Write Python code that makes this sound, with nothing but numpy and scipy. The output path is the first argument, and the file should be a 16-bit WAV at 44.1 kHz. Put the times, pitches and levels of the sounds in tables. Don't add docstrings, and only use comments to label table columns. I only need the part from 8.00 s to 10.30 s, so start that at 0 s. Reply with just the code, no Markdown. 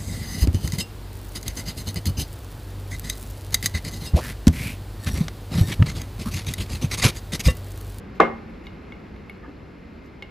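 import sys
import numpy as np
from scipy import signal
from scipy.fft import rfft, irfft
from scipy.io import wavfile
from scipy.ndimage import uniform_filter1d

SR = 44100
rng = np.random.default_rng(int(sys.argv[2]) if len(sys.argv) > 2 else 0)


def persist_wave(psi):
    counts = np.round(np.clip(psi, -1, 1) * 32767).astype(np.int16)
    wavfile.write(sys.argv[1], SR, np.atleast_2d(counts).T)


def volts(x):
    e = np.asarray(x, float) / 20
    return 10 ** e


N = 101429
T = np.arange(N) / SR


def shape(x, gain_db):
    hz = np.arange(N // 2 + 1) * SR / N + 1
    return irfft(rfft(x) * volts(gain_db(hz)), N)


def curve(table):
    hz, db = np.array(table, float).T
    log_hz = np.log(np.r_[hz[0] / 8, hz, hz[-1] * 8])
    levels = np.r_[db[0] - 60, db, db[-1] - 60]
    return lambda f: np.interp(np.log(f), log_hz, levels)


def band(hz, wide):
    x = shape(rng.standard_normal(N), lambda f: -20 * np.log10(1 + ((f - hz * hz / f) / wide) ** 2))
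    return x / x.std()


def fade(at, t60):
    return (T >= at) * volts(-60 * np.clip(T - at, 0, None) / t60)


def ring(at, hz, t60):
    return fade(at, t60) * np.sin(2 * np.pi * hz * (T - at))


def hump(at, length):
    return np.sin(np.pi * np.clip((T - at) / length, 0, 1)) ** 2


def walk(rate):
    width = int(SR / rate)
    x = uniform_filter1d(uniform_filter1d(rng.standard_normal(N), width), width)
    return x / x.std()


def kitchen():
    # pitch_hz, level_db (per Hz)
    rumble = [(22, -10.5), (38, -6), (62, 4), (120, -6), (200, -0.5), (260, -4), (420, -8.5), (650, -22.5)]
    # pitch_hz, level_db (per Hz)
    hiss = [(500, -22), (1200, -24), (2600, -28.5), (3100, -35.5), (5300, -42.5), (5800, -48.5),
            (8000, -54.5), (14000, -58.5)]
    # pitch_hz, level_db
    side_gain = [(40, -16.5), (200, -15), (500, -3), (1700, -4), (3300, -18), (7000, -2.5), (10000, 4),
                 (14000, -3)]
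    # pitch_hz, width_hz, level_db
    hums = [(2103, 66, -65.5), (2640, 100, -77.5), (4200, 290, -75.5), (4970, 130, -83)]
    air_db, flicker_db, swell_db = -41, -0.22, 1
    air, wider = 0, curve(side_gain)
    for table in (rumble, hiss):
        colour = curve(table)
        flow = volts(flicker_db * walk(27.4) + swell_db * walk(0.47))
        mid = shape(rng.standard_normal(N), colour)
        side = shape(rng.standard_normal(N), lambda f: colour(f) + wider(f))
        air = air + flow * np.array([mid, side])
    hum = sum(volts(db) * band(hz, wide) for hz, wide, db in hums)
    return air * volts(air_db) / air[0].std() + hum * np.array([[1], [.2]])


def slips():
    slip_times = [.098, .497, .6405, .6678, .9215, 1.162, 1.2962, 2.2235]
    # ring_db, click_db, click_hz, sparkle_db
    slip_sounds = [(-64.5, -62, 5000, -72), (-58, -66, 5000, -68), (-52, -58, 6760, -72),
                   (-36.5, -31, 3700, -64), (-36, -35.5, 3400, -77), (-50, -46.5, 3700, -71),
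                   (-37, -38, 3400, -52), (-30.5, -24, 3060, -63)]
    # pitch_hz, level_db, t60_s
    tool = [(2180, 0.5, 0.053), (2146, -20.5, 0.47), (2860, -10.5, 0.11), (1057, -10, 0.026),
            (815, -11.5, 0.099), (500, -6, 0.024), (6400, -36, .03)]
    snap_t60_s, rise_s = 0.0088, .0005
    spray_db, spray_t60_s, spray_wide_hz = -15.5, .03, 1780
    sparkle_t60_s = 0.027
    out, bright = 0, band(11100, 3550)
    luck = rng.standard_normal((len(slip_sounds), len(tool)))
    for at, (ring_db, click_db, click_hz, sparkle_db), dice in zip(slip_times, slip_sounds, luck):
        spray = volts(spray_db) * fade(at, spray_t60_s) * band(click_hz, spray_wide_hz)
        click = volts(click_db) * (ring(at, click_hz, snap_t60_s) + spray)
        sparkle = volts(sparkle_db) * fade(at, sparkle_t60_s) * bright
        tone = 0
        for (hz, db, t60), d in zip(tool, dice):
            tone = tone + volts(db + 2 * d) * ring(at, hz * (1 + 0.0046 * d), t60)
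        onset = np.clip((T - at) / rise_s, 0, 1) ** 2
        out = out + (click + sparkle + volts(ring_db) * tone) * onset
    return out


def fingers():
    # start_s, length_s
    rub_times = [(.14, .05), (.635, .04), (1.87, .12), (2.02, .08)]
    rub_levels = [-71, -74, -88, -78]
    # start_s, length_s, pitch_hz, level_db
    squeaks = [(1.427, 0.046, 1235, -45), (1.429, 0.021, 1760, -46), (1.439, 0.033, 900, -50),
               (1.459, 0.013, 1660, -47.5), (1.474, 0.031, 280, -36)]
    skin = band(13000, 3500) + volts(0.5) * band(6300, 2000) + volts(14.5) * band(1700, 3000)
    skin = skin * volts(2.6 * walk(330))
    out = sum(volts(db) * hump(at, length) for (at, length), db in zip(rub_times, rub_levels)) * skin
    for at, length, hz, db in squeaks:
        tone = np.sin(2 * np.pi * hz * T + 0.42 * walk(62))
        out = out + volts(db) * hump(at, length) ** .5 * (tone + 0.41 * band(hz, 400))
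    return out


def jar_body(blow_times):
    # level_db, contact_ms
    blows = [
        (-6, 0.29),
        (3.5, 0.39),
        (-10.5, 0.57),
    ]
    # pitch_hz, level_db, t60_s, side_share
    jar = [(177, -10, 0.29, 0.06), (226.8, -18.5, 0.66, .1), (346.5, -14, 0.092, 0.065),
           (392, -9, 0.071, .1), (452.6, -11, 0.16, 0.24), (513.7, -7.5, 0.077, 0.1),
           (579, -4.5, 0.026, 0.53), (648, -10, 0.078, 0.12), (790, -2, 0.047, 0.067),
           (1053, -3.5, 0.018, 0.41), (1144, 2.5, 0.025, 0.44), (1220, -2.5, 0.049, 0.39),
           (1765, -16, 0.14, .2), (2830, -26, 0.045, .2)]
    level_db, low_cut_hz = -7.5, 193
    swell_cycles = 2.22
    push = 0
    for at, (db, ms) in zip(blow_times, blows):
        push = push + volts(db) * hump(at, ms / 1000) / (ms / 1000 * SR / 2)
    mid, side = 0, 0
    for k, (hz, db, t60, share) in enumerate(jar):
        mode = volts(db) * ring(0, hz, t60) * (1 - fade(0, swell_cycles / hz))
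        mid = mid + mode
        side = side + (-1) ** k * share * np.roll(mode, int(SR / hz / 5))
    body = volts(level_db) * signal.fftconvolve(np.array([mid, side]), push[None])[:, :N]
    return signal.lfilter(*signal.butter(2, low_cut_hz, "high", fs=SR), body)


def counter_rattle(at):
    # pitch_hz, level_db (per Hz)
    rattle_colour = [(250, -6.5), (500, 2.5), (1200, -6.5), (1600, -8), (2600, -16), (4500, -36.5),
                     (7000, -45), (12000, -59)]
    level_db, t60_s, rise_t60_s = -12, 0.2, 0.0067
    noise = np.array([shape(n, curve(rattle_colour)) for n in rng.standard_normal((2, N))])
    noise = volts(level_db) * noise / noise.std()
    return noise * fade(at, t60_s) * (1 - fade(at, rise_t60_s)) * np.array([[1], [.5]])


def lid_ring(at):
    pitch_hz, level_db, t60_s, swell_s = 2127, -21.5, 0.26, 0.0044
    gripped_s, grip_leaves, grip_t60_s = .284, .12, .02
    held = grip_leaves + (1 - grip_leaves) * fade(gripped_s, grip_t60_s)
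    tone = volts(level_db) * ring(at, pitch_hz, t60_s) * (1 - fade(at, 7 * swell_s))
    return tone * np.where(T > gripped_s, held, 1) * np.array([[1], [-.2]])


def crack(at):
    level_db, t60_s = -35.5, 0.0077
    noise = band(2500, 2800) + volts(-25) * band(10000, 9000)
    return volts(level_db) * fade(at, t60_s) * noise * np.array([[1], [-.15]])


def knock():
    blow_times = [.1994, .2020, .2055]
    main = blow_times[1]
    return jar_body(blow_times) + counter_rattle(main) + lid_ring(main) + crack(main)


def room(x):
    level_db, t60_s, treble_loss, side_share = -12.5, 0.44, 0.11, 0.62
    t = T[:SR // 2]
    noise = rng.standard_normal((2, 2, len(t)))
    low = signal.lfilter(*signal.butter(2, 1500, fs=SR), noise[0])
    high = signal.lfilter(*signal.butter(2, 1500, "high", fs=SR), noise[1])
    tail = low * volts(-60 * t / t60_s) + high * volts(-60 * t / (t60_s * (1 - treble_loss)))
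    tail = tail * np.clip(t / 0.0027, 0, 1)
    tail = tail / np.sqrt(np.sum(tail[0] ** 2)) * np.array([[1], [side_share]])
    return volts(level_db) * signal.fftconvolve(tail, x[None])[:, :N]


def scene():
    small = slips() + fingers()
    near = knock() + np.array([small, 0.57 * np.gradient(small)])
    mid, side = near + room(near[0]) + kitchen()
    return np.array([mid + side, mid - side])


def band_limit(x):
    return signal.sosfilt(signal.butter(12, 15600, fs=SR, output="sos"), x)


def dip(hz, wide, db):
    return lambda f: db * np.exp(-((f - hz) / wide) ** 4) - 24 * np.clip((f - 13600) / 1400, 0, 2)


def record(dry):
    mid = shape((dry[0] + dry[1]) / 2, dip(8960, 756, -26))
    side = shape((dry[0] - dry[1]) / 2, dip(12000, 1000, -16))
    mix = np.clip(np.array([mid + side, mid - side]), -1, 1)
    return band_limit(mix)


dry = scene()
out = record(dry)
persist_wave(out)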